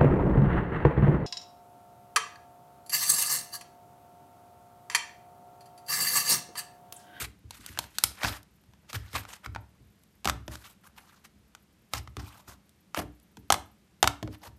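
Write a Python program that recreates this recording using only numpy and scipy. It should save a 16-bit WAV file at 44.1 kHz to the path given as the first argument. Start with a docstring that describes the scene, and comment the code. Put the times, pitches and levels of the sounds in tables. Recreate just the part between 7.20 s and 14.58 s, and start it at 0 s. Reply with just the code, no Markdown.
"""A soft thud and a wet crackle come first: hands knead sticky slime on a table in a small room.
Each push excites the damped modes of the tabletop. Skin peeling off the slime breaks countless tiny
threads and opens small bubbles, heard as crackle and squelch. Trapped air pockets burst with the snap
of their film and a short cavity resonance. The walls add a brief reverberation to the slime's sounds,
and a quiet rumble and hiss lie underneath."""
import sys
import numpy as np
from scipy import signal
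from scipy.fft import rfft, irfft, next_fast_len
from scipy.io import wavfile

SR = 44100
rng = np.random.default_rng(int(sys.argv[2]) if len(sys.argv) > 2 else 0)


def to_wav(s):
    """Save 16-bit WAV."""
    ch = np.atleast_2d(s).T  # columns
    pcm = np.round(np.clip(ch, -1, 1) * 32767)  # PCM
    wavfile.write(sys.argv[1], SR, pcm.astype(np.int16))


N = 325458
TIME = np.arange(N) / SR

# Spectral shape of the room's background noise: frequency_hz, gain_db
BACKGROUND_SPECTRUM = [(25, -16.5), (45, -5.5), (65, 0), (110, -6.5), (155, -4.5), (205, 1.5), (245, -10.5),
                       (310, -10.5), (480, -17.5), (1000, -22), (2200, -23.5), (5000, -28.5),
                       (10000, -32.5), (14000, -34.5)]
# Spectral shape of the wall reflections: frequency_hz, gain_db
REVERB_SPECTRUM = [(100, 1.5), (400, 4.5), (1000, -2.5), (3000, -5), (6000, -6.5), (10000, -6), (14000, -7)]
# Normal modes of the tabletop: pitch_hz, relative_level_db, t60_s
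TABLETOP_MODES = [(62, -2, .34), (69, -0.5, .3), (87, -1, .26), (104, -2, 0.37), (122, -1.5, .24),
                  (168.4, -1.5, .26), (210, -1.5, 0.21), (254, 1, .22), (297, -1.5, 0.41), (355, -1.5, .18),
                  (420, -2.5, .15)]
# Pushes on the table (low modes boom, higher modes knock): start_s, boom_db, knock_over_boom_db
PUSHES = [(.005, -41.5, -6), (0.239, -45.5, -14), (.39, -54, -2), (.49, -47.5, -6), (.58, -46.5, -4),
          (.835, -42, -9.5), (1.039, -33.5, -3.5), (1.478, -56, -17), (1.735, -33.5, -14.5),
          (1.935, -37.5, -7.5), (2.262, -37, -12), (2.351, -43, -9), (2.597, -54.5, -8), (3.055, -33, -1.5),
          (3.14, -39, -7.5), (3.28, -39.5, -3.5), (4.156, -60, -8), (4.735, -36.5, -10), (4.87, -45, -17),
          (4.968, -36.5, -5), (5.275, -50.5, -6), (5.775, -41, 7.5), (5.84, -46.5, -4), (6.172, -52.5, 4.5),
          (6.302, -36, -2.5), (6.828, -31.5, -3.5), (7.026, -34.5, 1), (7.265, -48.5, -8.5)]
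# Spectral shape of the breaking threads: frequency_hz, gain_db
CRACKLE_SPECTRUM = [(200, -6), (330, -3), (500, -3.5), (1000, -5), (2400, 1.5), (4300, -0.5), (6000, -3),
                    (9000, -4), (11000, -6), (13500, -2.5)]
# Pulls on the slime: full_pull_s, rise_s (last 20 dB), hold_s, relative_level_db, wetness_db
# Greater wetness favours the bubbles over the crackle.
PULLS = [(.009, .026, .011, -35, -4), (.045, .021, 0, -41, -2), (.335, .045, .1, -56, -4),
         (.49, .08, .13, -53, -3.5), (.71, .05, .08, -63, -3), (.852, .075, .02, -45, -10),
         (1.036, .056, .018, -37, 4.5), (1.086, .04, .052, -44, 2), (1.164, .018, 0, -50, 1),
         (1.701, .016, 0, -45, -4), (1.746, .021, .014, -39, .5), (1.81, .06, .07, -60, -1),
         (1.964, .03, 0, -33.5, 4), (2.0, .03, .02, -53, -1), (2.105, .045, .025, -47.5, -3),
         (2.248, .015, 0, -50, 7), (3.09, .028, 0, -39, 2), (3.327, .038, 0, -47, -1.5),
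         (3.452, .065, 0, -50.5, -4), (3.642, .012, .033, -59, 2), (3.781, .018, 0, -51.5, 2.5),
         (3.81, .06, .15, -64.5, 3), (4.053, .014, 0, -50, -5), (4.747, .024, .033, -41.5, 0),
         (4.996, .035, .01, -52, 3.5), (5.06, .045, .135, -57, 1), (5.284, .018, .054, -53, 0),
         (5.776, .022, .022, -39.5, 5), (6.334, .022, 0, -38, 3), (7.135, .032, 0, -53, -3),
         (7.236, .02, .034, -51.5, 3.5)]
# Bursting air pockets: start_s, cavity_pitch_hz, relative_level_db, tautness_db
# Greater tautness favours the film's snap over the cavity's ring.
AIR_POCKETS = [(.308, 980, -46, 5), (0.4628, 1530, -50.5, 10), (.5749, 1690, -36, -8.5),
               (0.5895, 970, -31, 5.5), (.6409, 1680, -46.5, -2), (0.7847, 1530, -32.5, 7),
               (.8384, 1370, -28, 12.5), (1.0333, 2310, -28.5, -5), (1.0475, 1570, -24, -9.5),
               (1.053, 800, -30, -19), (1.2304, 916, -71, 12), (1.536, 997, -60.5, -2.5),
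               (1.731, 1300, -40, 1), (1.932, 1320, -49, 1), (2.052, 1400, -43, -9.5),
               (2.261, 1402, -35.5, -7.5), (2.3491, 1550, -40, -7), (2.361, 913, -32.5, -17.5),
               (2.836, 1100, -76.5, 12), (3.0463, 1060, -39.5, 3), (3.0554, 780, -27, -1),
               (3.0746, 1344, -24, -3.5), (3.0862, 1200, -28, -8), (3.0972, 1300, -24, -1.5),
               (3.2799, 615, -39, -3.5), (3.355, 1570, -43, 0.5), (4.35, 1506, -47, -1),
               (4.736, 1295, -28.5, 1), (4.8751, 1260, -45, -8), (4.968, 1250, -39.5, -2.5),
               (5.4937, 1172, -78.5, 13.5), (5.7461, 1293, -30, -5.5), (5.7745, 601, -29.5, -10.5),
               (5.791, 731, -31.5, -4), (5.9995, 599.4, -77.5, 10.5), (6.1706, 964.4, -49.5, -1.5),
               (6.3031, 792, -14.5, -5.5), (6.3234, 1020, -20.5, 3.5), (6.3421, 1260, -26, -3.5),
               (6.8282, 787, -15, -1), (6.8416, 950, -21.5, -6), (6.875, 1383, -18.5, -1),
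               (7.0282, 658, -35.5, -4.5), (7.076, 542, -42, -11.5)]


def undb(db):
    """Amplitude grows tenfold for every 20 dB."""
    return 10 ** (np.asarray(db) / 20)


def add(track, start_s, sound):
    """Superposition: a sound adds to the track from start_s on."""
    start = int(round(start_s * SR))
    lo, hi = max(start, 0), min(start + len(sound), N)
    track[lo:hi] += sound[lo - start:hi - start]


def at_level(x, db, span_s):
    """Equal energy: x is scaled to match a level of db held for span_s."""
    return x * undb(db) * np.sqrt(span_s * SR / (np.sum(x ** 2) + 1e-18))


def band(x, lo_hz, hi_hz, order=2):
    """A causal band-pass attenuates frequencies outside its edges."""
    sos = signal.butter(order, [lo_hz, min(hi_hz, .45 * SR)], "band", fs=SR, output="sos")
    return signal.sosfilt(sos, x)


def colour(x, spectrum):
    """Spectral weighting: gains are interpolated over log frequency."""
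    hz, db = np.transpose(spectrum)
    size = next_fast_len(len(x))
    bin_hz = np.maximum(np.arange(size // 2 + 1) * SR / size, 1)
    gain = undb(np.interp(np.log(bin_hz), np.log(hz), db))
    return irfft(rfft(x, size) * gain, size)[:len(x)]


def decay(t, t60_s):
    """Exponential damping: the level falls 60 dB in t60_s."""
    return np.exp(-np.log(1000) * t / t60_s)


def wander(per_s):
    """Random modulation: straight lines join random values, with a spread near 1."""
    return np.interp(TIME * per_s, np.arange(4096), rng.standard_normal(4096)) * np.sqrt(1.5)


def ruptures(per_s, spread_db=3):
    """Shot noise: independent impulses of either sign, many small and a few large."""
    chance, strength, sign = rng.random(N), rng.exponential(size=N), rng.choice([-1, 1], N)
    return (chance < per_s / SR) * sign * undb(spread_db * np.minimum(strength, 4))


def background(level_db=-63):
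    """Stationary noise, weighted toward the bass, gives the room's rumble and hiss."""
    return at_level(colour(rng.standard_normal(N), BACKGROUND_SPECTRUM), level_db, N / SR)


def reverberate(x, wet_db=-18, low_t60_s=.31, high_t60_s=.24, build_s=.009):
    """Reverberation: wall reflections build into a diffuse tail whose treble dies first."""
    t = TIME[:SR * 3 // 5]
    lows = band(rng.standard_normal(len(t)), 90, 4200) * decay(t, low_t60_s)
    highs = band(rng.standard_normal(len(t)), 4200, 16000) * decay(t, high_t60_s)
    tail = colour(lows + highs, REVERB_SPECTRUM) * (1 - np.exp(-(t / build_s) ** 2))
    tail /= np.sqrt(np.sum(tail ** 2))
    return x + undb(wet_db) * signal.fftconvolve(x, tail)[:N]


def faint_ticks(level_db=-81):
    """Sparse shot noise: each impulse sets off a faint high tick."""
    t = TIME[:SR // 25]
    envelope = decay(t, .045) * (1 - decay(t, .012))
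    tick = band(rng.standard_normal(len(t)) * envelope, 10800, 14000)
    return at_level(signal.fftconvolve(ruptures(per_s=20), tick)[:N], level_db, N / SR)


def table_thuds(boom_rise_s=.009, knock_rise_s=.0014, settle_s=.058, settle_db=-9):
    """Modal vibration: a push rings the table, and the place of contact sets each mode's share."""
    out, t = np.zeros(N), TIME[:SR // 2]
    hz, mode_db, t60_s = np.transpose(TABLETOP_MODES)[:, :, None]
    low = hz[:, 0] < 150
    boom_onset = 1 - np.exp(-(t / boom_rise_s) ** 2)
    knock_onset = 1 - np.exp(-(t / knock_rise_s) ** 2)
    for push_s, boom_db, knock_over_boom_db in PUSHES:
        # after each push the lump sinks back with a softer bump
        for start_s, db in (push_s, boom_db), (push_s + settle_s, boom_db + settle_db):
            detune, share, phase = rng.standard_normal((3, len(hz), 1))
            tones = np.sin(2 * np.pi * (hz * (1 + .035 * detune) * t + phase))
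            modes = undb(mode_db + 3 * share) * tones * decay(t, t60_s)
            add(out, start_s, at_level(modes[low].sum(0) * boom_onset, db, .032))
            add(out, start_s, at_level(modes[~low].sum(0) * knock_onset, db + knock_over_boom_db, .018))
    return out


def snapping_threads(flicker_db=4, flicker_per_s=45):
    """Band-limited shot noise: threads of each thickness snap in their own band, in shifting shares."""
    out = np.zeros(N)
    for hz in np.geomspace(350, 13500, num=16):
        width_hz = hz / 4
        breaks = ruptures(per_s=200 + width_hz)  # wider bands hold more breaks
        clicks = band(breaks, hz - width_hz / 2, hz + width_hz / 2, order=1)
        flicker = undb(flicker_db * wander(flicker_per_s))
        out += np.sqrt(width_hz) * clicks / np.std(clicks) * flicker
    return at_level(colour(out, CRACKLE_SPECTRUM), 0, N / SR)


def bubbles(size, centre_hz, per_s, spread_octaves, ring_cycles=21, spread_db=2.5):
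    """Cavity resonance: tiny bubbles open and ring briefly at pitches scattered around centre_hz."""
    out, t = np.zeros(size + SR // 50), TIME[:SR // 50]
    for place, pitch, strength in rng.random((int(per_s * size / SR) + 1, 3)):
        deviation = np.clip(np.log(pitch / (1 - pitch)) / 2, -2, 2)  # bell-shaped scatter
        hz = centre_hz * 2 ** (spread_octaves * deviation)
        gain = undb(spread_db * min(-np.log(strength), 3)) * np.sqrt(hz / centre_hz)
        opening = 1 - np.exp(-2 * hz * t)
        ring = np.sin(2 * np.pi * hz * t) * decay(t, ring_cycles / hz) * opening
        start = int(place * size)
        out[start:start + len(t)] += gain * ring
    return out[:size]


def peeling(first_bubble_hz=1682, sink_octaves_per_s=.115, sag_db_per_s=14.5, jerk_db=2.5):
    """Adhesion fails in jerks: each pull breaks sticky threads while small bubbles open."""
    out, crackle = np.zeros(N), snapping_threads()
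    jerks = undb(jerk_db * wander(per_s=110))
    for full_s, rise_s, hold_s, db, wetness_db in PULLS:
        # a pull tires while it is held and lets go more slowly than it grips
        fall_s = 1.3 * rise_s
        span = slice(max(int((full_s - 2 * rise_s) * SR), 0), int((full_s + hold_s + 2 * fall_s) * SR))
        t = TIME[span] - full_s
        slack = np.maximum(np.maximum(-t / rise_s, (t - hold_s) / fall_s), 0)
        pull = undb(-20 * slack ** 1.35 - sag_db_per_s * np.maximum(t, 0))
        effective_s = np.sum(pull ** 2) / SR
        # folding traps ever larger bubbles, which ring lower
        hz = first_bubble_hz * 2 ** (-sink_octaves_per_s * full_s)
        # a harder squeeze opens more bubbles, over a wider range of sizes
        force = np.clip((db + wetness_db + 59.5) / 25, 0, 1)
        squelch = bubbles(len(t), hz, per_s=450 + 1450 * force, spread_octaves=.36 + .38 * force)
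        out[span] += at_level(crackle[span] * jerks[span] * pull, db + .2, effective_s)
        out[span] += at_level(squelch * jerks[span] * pull, db + wetness_db - 1.2, effective_s)
    return out


def tear(t, lo_hz, hi_hz, scatter, t60_s):
    """Scattering: one sharp break, heard in one band, rebounds off the film's edges and the hands."""
    impulse = scatter * rng.standard_normal(len(t)) * decay(t, t60_s)
    impulse[0] += 1
    return band(impulse, lo_hz, hi_hz)


def bursting_pockets(cavity_cycles=16, overtone_ratio=1.63, film_cycles=26, burst_s=.005):
    """Impulse excitation: the film snaps and rings, air puffs out and the opened cavity resonates."""
    out, t = np.zeros(N), TIME[:SR // 12]
    for start_s, hz, db, tautness_db in AIR_POCKETS:
        tones = np.sin(2 * np.pi * hz * t) + undb(-7) * np.sin(2 * np.pi * hz * overtone_ratio * t)
        opening = 1 - np.exp(-2 * hz * t)  # the mouth of the pocket widens within the first cycle
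        cavity = at_level(tones * opening * decay(t, cavity_cycles / hz), 0, burst_s)
        smack = at_level(tear(t, 600, 2200, scatter=.1, t60_s=.025), -3, burst_s)
        puff = at_level(tear(t, 170, 420, scatter=.1, t60_s=.04), -19, burst_s)
        body = at_level(cavity + smack + puff, .6, .0055)
        # a tauter film snaps higher and throws a louder spray of fine ticks
        snap_hz = 3820 * 2 ** (.04 * tautness_db)
        crack = tear(t, snap_hz / 1.92, snap_hz * 1.92, scatter=.074, t60_s=.026)
        film = np.sin(2 * np.pi * snap_hz * t) * decay(t, film_cycles / snap_hz)
        snap = at_level(crack, 0, burst_s) + at_level(film, -9, burst_s)
        snap = at_level(snap, tautness_db + 2.06, .0041)
        spray = tear(t, 6300, 14000, scatter=.14, t60_s=.016)
        spray = at_level(spray, 1.63 * tautness_db - 7, burst_s)
        add(out, start_s, undb(db) * (body + snap + spray))
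    return out


def scene():
    """Superposition: the reverberant slime, the table and the background sum in one channel."""
    air = background()
    slime = bursting_pockets() + peeling() + faint_ticks()
    return (air + reverberate(slime) + table_thuds())[None]


def record(dry, low_cut_hz=48, clip_level=.85, top_hz=14050):
    """Limited bandwidth and range: a phone thins the deep bass, clips high peaks and cuts the top."""
    high_pass = signal.butter(4, low_cut_hz, "high", fs=SR, output="sos")
    low_pass = signal.ellip(10, .2, 70, top_hz, fs=SR, output="sos")
    clipped = np.clip(signal.sosfilt(high_pass, dry), -clip_level, clip_level)
    return signal.sosfilt(low_pass, clipped)


dry = scene()
out = record(dry)
to_wav(out)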